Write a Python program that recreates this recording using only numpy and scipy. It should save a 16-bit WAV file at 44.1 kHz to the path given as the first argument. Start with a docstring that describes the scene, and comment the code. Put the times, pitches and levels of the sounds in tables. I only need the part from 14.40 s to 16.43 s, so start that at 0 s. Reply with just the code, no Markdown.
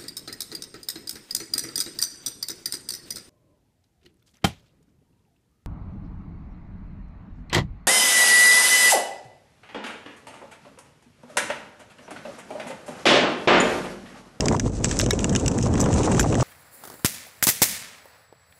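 """Short dry cracks snap in thin lake ice, close under skates, heard from a camera that the skater carries.
Each crack is a snap and crumbling noise in three resonances; it rings the steel blades and scatters in the ice.
The blades hiss as they slide: shaped noise with ticks of grit and short scrapes.
The headwind is shaped noise: a deep drone, a swelling rumble, a flutter and brief puffs on the microphone."""
import sys
import numpy as np
from scipy import signal
from scipy.fft import rfft, irfft, next_fast_len
from scipy.io import wavfile
from scipy.ndimage import uniform_filter1d, minimum_filter1d, map_coordinates

SR = 44100
rng = np.random.default_rng(int(sys.argv[2]) if len(sys.argv) > 2 else 0)


def master_out(mix):
    """Clip the mix to full scale and print it as 16-bit PCM to the path in sys.argv[1]."""
    frames = np.transpose(np.atleast_2d(mix))
    ceiling = np.clip(frames, -1, 1)
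    pcm = np.round(ceiling * 32767).astype(np.int16)
    wavfile.write(sys.argv[1], SR, pcm)


N = 89478


def amp(db):
    """Decibels to gain."""
    return 10 ** (np.asarray(db) / 20)


def unit(x):
    """Scaled to rms 1."""
    return x / np.sqrt(np.mean(x ** 2) + 1e-20)


def noise(length=N):
    """White noise, length in samples."""
    return rng.standard_normal(length)


def seconds(length):
    """Time [s] of each of length samples."""
    return np.arange(length) / SR


def curve(rows):
    """One value per sample from (time [s], value) rows."""
    return np.interp(seconds(N), *np.transpose(rows))


def wobble(rate):
    """A smooth random curve, rate knots a second."""
    return map_coordinates(noise(4000), [np.arange(N) * rate / SR], mode="wrap")


def colour(x, points):
    """x shaped by (frequency [Hz], level [dB]) points, at rms 1."""
    m = next_fast_len(N + 8192)
    hz, db = np.transpose(points)
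    log_hz = np.log(np.fft.rfftfreq(m, 1 / SR) + 1)
    gain = amp(np.interp(log_hz, np.log(hz + 1), db))
    return unit(irfft(rfft(x, m) * gain, m)[:N])


def band(x, edges, order):
    """Causal band-pass between two edges [Hz]."""
    edges = np.clip(edges, 20, SR / 2 - 100)
    return signal.sosfilt(signal.butter(order, edges, "bandpass", fs=SR, output="sos"), x)


def add(track, s, x):
    """Mix x into the track at s seconds."""
    i = max(0, round(s * SR))
    track[i:i + len(x)] += x[:max(0, N - i)]


def limit(x, ceiling_db=-13, hold_s=0.0024):
    """A quick limiter turns peaks down towards the ceiling with a smoothed gain."""
    size = max(3, int(hold_s * SR))
    need = np.minimum(1, amp(ceiling_db) / (np.abs(x) + 1e-9))
    held = minimum_filter1d(need, size)
    return x * uniform_filter1d(uniform_filter1d(held, size), size // 2)


def puffs():
    """Wind on the microphone, from deep buffets to short blips: windowed bursts of band-passed noise."""
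    # single puffs: (centre [s], length [s], upper edge [Hz], level [dB])
    puff_rows = [(0.028, 0.011, 675, -31), (0.067, 0.0082, 1020, -29), (0.085, .04, 200, -25.5),
                 (0.116, 0.00876, 1070, -15), (0.133, 0.0066, 990, -22), (0.148, 0.01066, 1150, -21),
                 (0.174, 0.0075, 820, -31.5), (0.236, 0.016, 330, -25), (0.262, 0.008, 970, -33.5),
                 (0.274, 0.039, 147, -24.5), (0.279, 0.0067, 1250, -36), (0.635, 0.0122, 610, -26),
                 (0.738, 0.024, 574, -27), (1.035, .022, 610, -28), (1.07, .04, 160, -27.5),
                 (1.265, 0.0094, 1400, -32), (1.312, 0.059, 150, -24.5), (1.402, 0.0051, 1070, -23),
                 (1.433, 0.0078, 1240, -27), (1.464, 0.0092, 1040, -27), (1.526, .008, 800, -34),
                 (1.55, .08, 174, -19.5), (1.666, 0.0082, 990, -30), (1.68, 0.014, 1090, -21),
                 (1.714, 0.0066, 940, -27), (1.726, 0.01, 1170, -28.5), (1.782, 0.0055, 1420, -25),
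                 (1.822, 0.044, 142, -21), (1.847, 0.014, 1090, -22), (1.861, 0.011, 840, -23.5),
                 (1.93, .012, 1160, -34), (1.984, 0.015, 940, -29), (2.001, 0.044, 156, -18.5),
                 (2.003, 0.00695, 1220, -14), (2.026, 0.0067, 1080, -21)]
    edge_ratio = 2.57  # upper edge over lower edge
    skirt_db = -17.5  # the octave above the upper edge, against the body
    out = np.zeros(N)
    for s, length, hz, db in puff_rows:
        size = int(length * SR)
        # the end of a longer noise, where the filter has settled
        body = unit(band(noise(SR // 4), (hz / edge_ratio, hz), order=4)[-size:])
        skirt = unit(band(noise(SR // 4), (hz, 2 * hz), order=4)[-size:])
        puff = (body + amp(skirt_db) * skirt) * signal.windows.tukey(size, .6)
        add(out, s - length / 2, amp(db) * unit(puff))
    return out


def wind():
    """Over a deep drone, eddies swell the rumble and, more strongly, the flutter; puffs join before the limiter."""
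    # spectra of the deep drone, the rumble and the flutter above it: (frequency [Hz], relative level [dB])
    drone_spectrum = [(15, -9), (25, -15), (50, 9), (75, 1.5), (100, 7), (150, -32), (400, -70.5),
                      (2000, -120)]
    rumble_spectrum = [(30, -38), (60, -15.5), (90, -1.5), (125, 0), (160, -3), (220, -2.5), (320, -8),
                       (500, -13.5), (700, -21), (1000, -32.5), (1600, -41), (3000, -53), (10000, -110)]
    flutter_spectrum = [(130, -20), (270, 3.5), (450, 1), (750, -6), (1000, -7.5), (1300, -14.5),
                        (2000, -25), (4000, -37.5), (12000, -100)]
    # rise and fall of the rumble and of the flutter, before their trims: (time [s], level [dB])
    rumble_level = [(0, -26), (.08, -21), (.15, -23), (.2, -32.5), (.26, -23), (.31, -28.5), (.39, -29),
                    (.47, -23.5), (.54, -28.5), (.61, -25), (.8, -26.5), (.92, -19), (1.0, -25.5),
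                    (1.14, -24), (1.3, -22), (1.42, -20), (1.6, -19), (1.65, -25.5), (1.7, -19),
                    (1.85, -21), (1.89, -23.5), (1.93, -20), (2.03, -21)]
    flutter_level = [(0, -27.5), (.07, -22.5), (.095, -34), (.14, -41), (.2, -42), (.36, -41), (.45, -33.5),
                     (.65, -33), (1.0, -29.5), (1.2, -31), (1.33, -28), (1.45, -24.5), (1.58, -23.5),
                     (1.64, -26), (1.7, -21.5), (1.85, -33), (1.89, -39), (1.93, -25), (1.96, -30),
                     (2.03, -27)]
    drone_db, rumble_trim_db, flutter_trim_db = -30, 0.5, -2
    rumble_lumps_db, flutter_lumps_db = 2.5, 3.5  # depth of the eddies
    eddies = wobble(150)
    rumble = unit(colour(noise(), rumble_spectrum) * amp(rumble_lumps_db * eddies))
    flutter = unit(colour(noise(), flutter_spectrum) * amp(flutter_lumps_db * eddies))
    air = amp(drone_db) * colour(noise(), drone_spectrum)
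    air += rumble * amp(curve(rumble_level) + rumble_trim_db)
    air += flutter * amp(curve(flutter_level) + flutter_trim_db)
    return limit(air + puffs())


def ring(x):
    """The steel blade's answer to x: decaying sine modes convolved with it, at the level of x."""
    # long ring of the blade: (frequency [Hz], relative level [dB], time to fall 60 dB [s])
    blade_modes = [(2570, -10, .1), (3200, -11, .06), (5755, -2, .16), (6244, -1, .18), (6900, -5, .07),
                   (7295, 1, .2), (7730, 1, .2), (9500, -15, .12)]
    t = seconds(SR // 4)
    tail = np.zeros(len(t))
    for hz, db, t60 in blade_modes:
        tail += amp(db - 60 * t / t60) * np.sin(2 * np.pi * (hz * t + rng.random()))
    return unit(signal.fftconvolve(x, tail)[:N]) * np.std(x)


def glide():
    """The blades hiss, tick over grit and scrape where an edge bites, and the sliding rings the steel."""
    # the sliding blades, before the trims of hiss and grit: (time [s], level [dB])
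    glide_level = [(0.0, -45.5), (0.3, -47.5), (0.41, -47.5), (0.46, -38.5), (0.65, -42.5), (0.77, -46.5),
                   (1.16, -45), (1.25, -46.5), (1.3, -49.5), (1.38, -41), (1.5, -44.5), (1.55, -34.5),
                   (1.66, -38), (1.7, -41), (1.78, -36), (1.84, -39), (1.92, -42), (2.03, -39.5)]
    # spectrum of hiss, grit and scrapes: (frequency [Hz], relative level [dB])
    hiss_spectrum = [(900, -10), (1500, -7), (2000, -7.5), (2600, -5.5), (3200, -9), (4000, -7),
                     (4800, -7.5), (6000, 1), (7000, -1.5), (7900, 0.5), (8700, -11.5), (9700, -10.5),
                     (10500, -33), (13000, -37), (16000, -75)]
    # short scrapes of an edge, before their unevenness: (start [s], length [s], level [dB])
    scrape_rows = [(0.437, 0.027, -31), (0.478, 0.073, -37.5), (0.582, 0.072, -36.5), (1.395, 0.016, -33),
                   (1.639, 0.033, -33), (1.794, 0.018, -37)]
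    hiss_db, grit_db, ring_db = -1, -6.5, -20
    swell_db, chatter_db, scrape_chatter_db = 3.5, 3, 2.9  # slow and fast unevenness
    grit_per_s, grit_spread_db = 200, 0.5

    uneven_db = swell_db * wobble(44.27) + chatter_db * wobble(500)
    hiss = colour(noise(), hiss_spectrum) * amp(hiss_db + uneven_db)
    ticks = rng.random(N) < grit_per_s / SR
    grit = colour(ticks * amp(grit_spread_db * np.clip(noise(), -2, 2)), hiss_spectrum)
    bite = np.zeros(N)
    for s, length, db in scrape_rows:
        add(bite, s, amp(db) * signal.windows.tukey(int(length * SR), .4))
    scrape = colour(noise(), hiss_spectrum) * bite * amp(scrape_chatter_db * wobble(400))
    slide = amp(curve(glide_level)) * (hiss + amp(grit_db) * grit) + scrape
    return slide + amp(ring_db) * ring(slide)


def wash(x):
    """A crack scatters briefly through the ice sheet: convolution with a decaying noise tail."""
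    t60 = 0.033  # s
    t = seconds(SR // 4)
    tail = noise(len(t)) * amp(-60 * t / t60)
    return signal.fftconvolve(x, tail / np.linalg.norm(tail))[:N]


def pings():
    """The biggest cracks set the ice sheet ringing: decaying sine modes."""
    # strokes on the sheet: (time [s], level [dB])
    ping_rows = [(.7085, -25), (1.796, -35)]
    # modes of the sheet: (frequency [Hz], level against the stroke [dB], time to fall 60 dB [s])
    sheet_modes = [(1690, -1, .05), (1920, 8, .016), (2213, -3, .08), (2912, -13, .07), (3262, -11, .05),
                   (3780, 6, .016), (5588, -3, .05)]
    out, t = np.zeros(N), seconds(SR // 6)
    for s, level in ping_rows:
        for hz, db, t60 in sheet_modes:
            add(out, s, amp(level + db - 60 * t / t60) * np.sin(2 * np.pi * hz * t))
    return out


def clinks():
    """The hardest cracks make one tone of the blade sing out: a decaying sine."""
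    # single blade tones: (time [s], frequency [Hz], starting level [dB], time to fall 60 dB [s])
    clink_rows = [(.4445, 7690, -21.5, 0.086), (.7095, 5590, -23, 0.069), (1.081, 7780, -16, 0.024),
                  (1.797, 7250, -17.5, 0.063)]
    out, t = np.zeros(N), seconds(SR // 6)
    for s, hz, db, t60 in clink_rows:
        add(out, s, amp(db - 60 * t / t60) * np.sin(2 * np.pi * hz * t))
    return out


def spits():
    """The most brittle cracks throw off a bright spit: a decaying burst of top-treble noise."""
    # bright bursts: (time [s], starting level [dB], time to fall 60 dB [s])
    spit_rows = [(0.592, -27, 0.0097), (.607, -26.5, 0.007), (0.7095, -24, 0.011), (1.0785, -41, .01),
                 (1.402, -40, 0.11), (1.797, -31, 0.088)]
    out, t = np.zeros(N), seconds(SR // 20)
    for s, db, t60 in spit_rows:
        burst = unit(band(noise(len(t)), (8500, 13000), order=2))
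        add(out, s, amp(db - 60 * t / t60) * burst)
    return out


def crack_force(t, t60):
    """The ice gives way: one sharp snap, then ragged crumbling noise that dies off."""
    ragged_db, ragged_hz, rise_s, snap = 2.5, 970, 0.00026, 5.4
    ragged = map_coordinates(noise(200), [t * ragged_hz], mode="wrap")
    crumbling = unit(noise(len(t)) * amp(ragged_db * ragged))
    force = crumbling * amp(-60 * t / t60) * (1 - np.exp(-t / rise_s))
    force[0] += snap
    return force


def cracks():
    """Each crack's force rings three resonances of the skate's body, with a dull knock below and splinters
    above."""
    # cracks in the ice: (time [s], low, middle and high band level before trim [dB],
    # time for the crumbling to fall 60 dB [s], middle resonance [Hz], high resonance [Hz])
    crack_rows = [(0.0068, -32, -25.5, -20.5, 0.012, 2500, 5070),
                  (0.0573, -30.5, -35, -24.5, 0.014, 3500, 5550),
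                  (0.084, -24.5, -23, -20.5, 0.0082, 2300, 4800), (0.124, -29, -42, -33, 0.034, 3430, 7200),
                  (0.1655, -46, -39.5, -37, 0.015, 2630, 5450),
                  (0.1971, -25.5, -29.5, -22.5, 0.018, 2150, 5960),
                  (0.2623, -58, -46, -45, 0.012, 2900, 6000),
                  (0.4446, -23, -23.5, -18.5, 0.0084, 2700, 6760),
                  (0.5125, -26, -29.5, -25.5, 0.016, 2630, 6180),
                  (0.5904, -35, -38, -18.5, 0.012, 3980, 6900),
                  (0.598, -21.5, -22.5, -22, 0.0081, 2480, 5500),
                  (0.6068, -39, -34, -34, 0.0026, 3430, 5900),
                  (0.6142, -28.5, -27, -24.5, 0.0056, 4030, 4800),
                  (0.6622, -33.5, -32, -27.5, 0.0061, 3000, 7000),
                  (0.7075, -24, -22.5, -20.5, 0.013, 3730, 6000),
                  (0.7325, -40, -33.5, -29, 0.023, 2650, 7300),
                  (0.7915, -38, -29.5, -28.5, 0.0099, 2500, 6600),
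                  (0.806, -52, -38, -35.5, 0.013, 2580, 7500), (0.8436, -25, -23, -21.5, 0.011, 2720, 6600),
                  (0.895, -38, -37.5, -28, 0.015, 3370, 6200), (0.9272, -33, -41, -32, 0.069, 3040, 7770),
                  (0.9512, -24, -26, -24, 0.011, 2540, 6100), (0.9612, -31, -22.5, -20, 0.016, 2940, 6600),
                  (0.9975, -52, -40.5, -30, 0.041, 2740, 7100),
                  (1.0612, -42, -29, -26.5, 0.015, 2500, 6150),
                  (1.0801, -29, -28, -20.5, 0.015, 2530, 5450), (1.115, -43, -39, -33.5, 0.03, 2600, 6500),
                  (1.1797, -58, -51, -29.5, 0.059, 2610, 7500),
                  (1.1868, -31.5, -35, -32.5, 0.0061, 2600, 6480),
                  (1.2109, -58, -41, -35, 0.055, 2670, 6220), (1.2264, -55, -37, -26, 0.058, 2600, 6500),
                  (1.3388, -34, -40, -31.5, 0.019, 3020, 7540),
                  (1.3544, -29, -34.5, -37.5, 0.018, 2700, 5320), (1.378, -29, -38, -36, 0.037, 3200, 6090),
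                  (1.403, -41, -55, -21.5, 0.064, 3940, 6400), (1.4126, -32, -46, -22, 0.018, 2450, 7760),
                  (1.4398, -37, -36, -31, 0.063, 3070, 7200), (1.459, -30, -35, -34.5, 0.026, 2430, 5730),
                  (1.529, -32.5, -34.5, -30, 0.014, 2830, 6960),
                  (1.5398, -55, -37, -26.5, 0.036, 2700, 7300),
                  (1.6313, -51, -29.5, -30, 0.077, 2660, 6900),
                  (1.7159, -27, -35, -27.5, 0.036, 2480, 8150), (1.722, -43, -32, -37, 0.012, 2610, 7200),
                  (1.748, -29, -34, -32, 0.0084, 2500, 6540), (1.7686, -37, -38, -34, 0.012, 2580, 8100),
                  (1.7952, -13, -26, -23, 0.0064, 3130, 5800),
                  (1.7967, -31, -23.5, -21.5, 0.032, 2280, 7280),
                  (1.8093, -22.5, -32, -26.5, 0.0077, 2450, 6200),
                  (1.829, -44, -35, -32, 0.022, 2580, 5490), (1.926, -33, -32.5, -36, 0.011, 2600, 7100),
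                  (1.944, -51, -30, -35, 0.0063, 2550, 6100), (1.9534, -26, -37, -31, 0.0096, 2780, 7650),
                  (1.998, -45, -40, -37.5, 0.018, 2980, 7400), (2.0084, -32, -33, -29.5, 0.012, 2600, 5370)]
    # low, middle and high band: (lower edge [Hz], upper edge [Hz])
    band_edges = [(1350, 2050), (2250, 4300), (5000, 8200)]
    # one value a band: trim [dB], then resonance width [Hz]
    trims_db = [-3.5, -1, 0.5]
    widths_hz = [500, 370, 1830]
    low_hz = 1450  # the lowest resonance
    knock_db = -8.5  # against the tabled low band
    splinter_db, splinter_grows = -41, 0.91  # level at a tabled high band of -15.5 dB; dB per dB of it
    level_span_s = 0.0037  # a part has the energy of its level held this long
    out, t = np.zeros(N), seconds(SR // 16)
    for s, low_db, mid_db, high_db, t60, mid_hz, high_hz in crack_rows:
        force = crack_force(t, t60)
        knock = band(force, (650, 1400), order=2)
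        splinters = band(force, (8200, 12000), order=2)
        parts = [(knock, low_db + knock_db),
                 (splinters, splinter_db + splinter_grows * (high_db + 15.5))]
        resonances, levels = (low_hz, mid_hz, high_hz), (low_db, mid_db, high_db)
        for hz, width, edges, db, trim in zip(resonances, widths_hz, band_edges, levels, trims_db):
            resonant = signal.lfilter(*signal.iirpeak(hz, hz / width, SR), force)
            parts.append((band(resonant, edges, order=3), db + trim))
        for part, db in parts:
            add(out, s, amp(db) * part * np.sqrt(level_span_s * SR) / np.linalg.norm(part))
    return out


def scene():
    """The headwind, the glide and the cracks with all that they set ringing."""
    ring_db, wash_db = -22, -13  # against the cracks
    ice = cracks()
    answer = amp(ring_db) * ring(ice) + amp(wash_db) * wash(ice)
    return (wind() + glide() + pings() + clinks() + spits() + answer + ice)[None]


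def record(dry):
    """The camera keeps nothing above its band limit."""
    top_hz = 16300
    m = next_fast_len(N + 8192)
    kept = np.fft.rfftfreq(m, 1 / SR) < top_hz
    return irfft(rfft(dry, m) * kept, m)[:, :N]


dry = scene()
out = record(dry)
master_out(out)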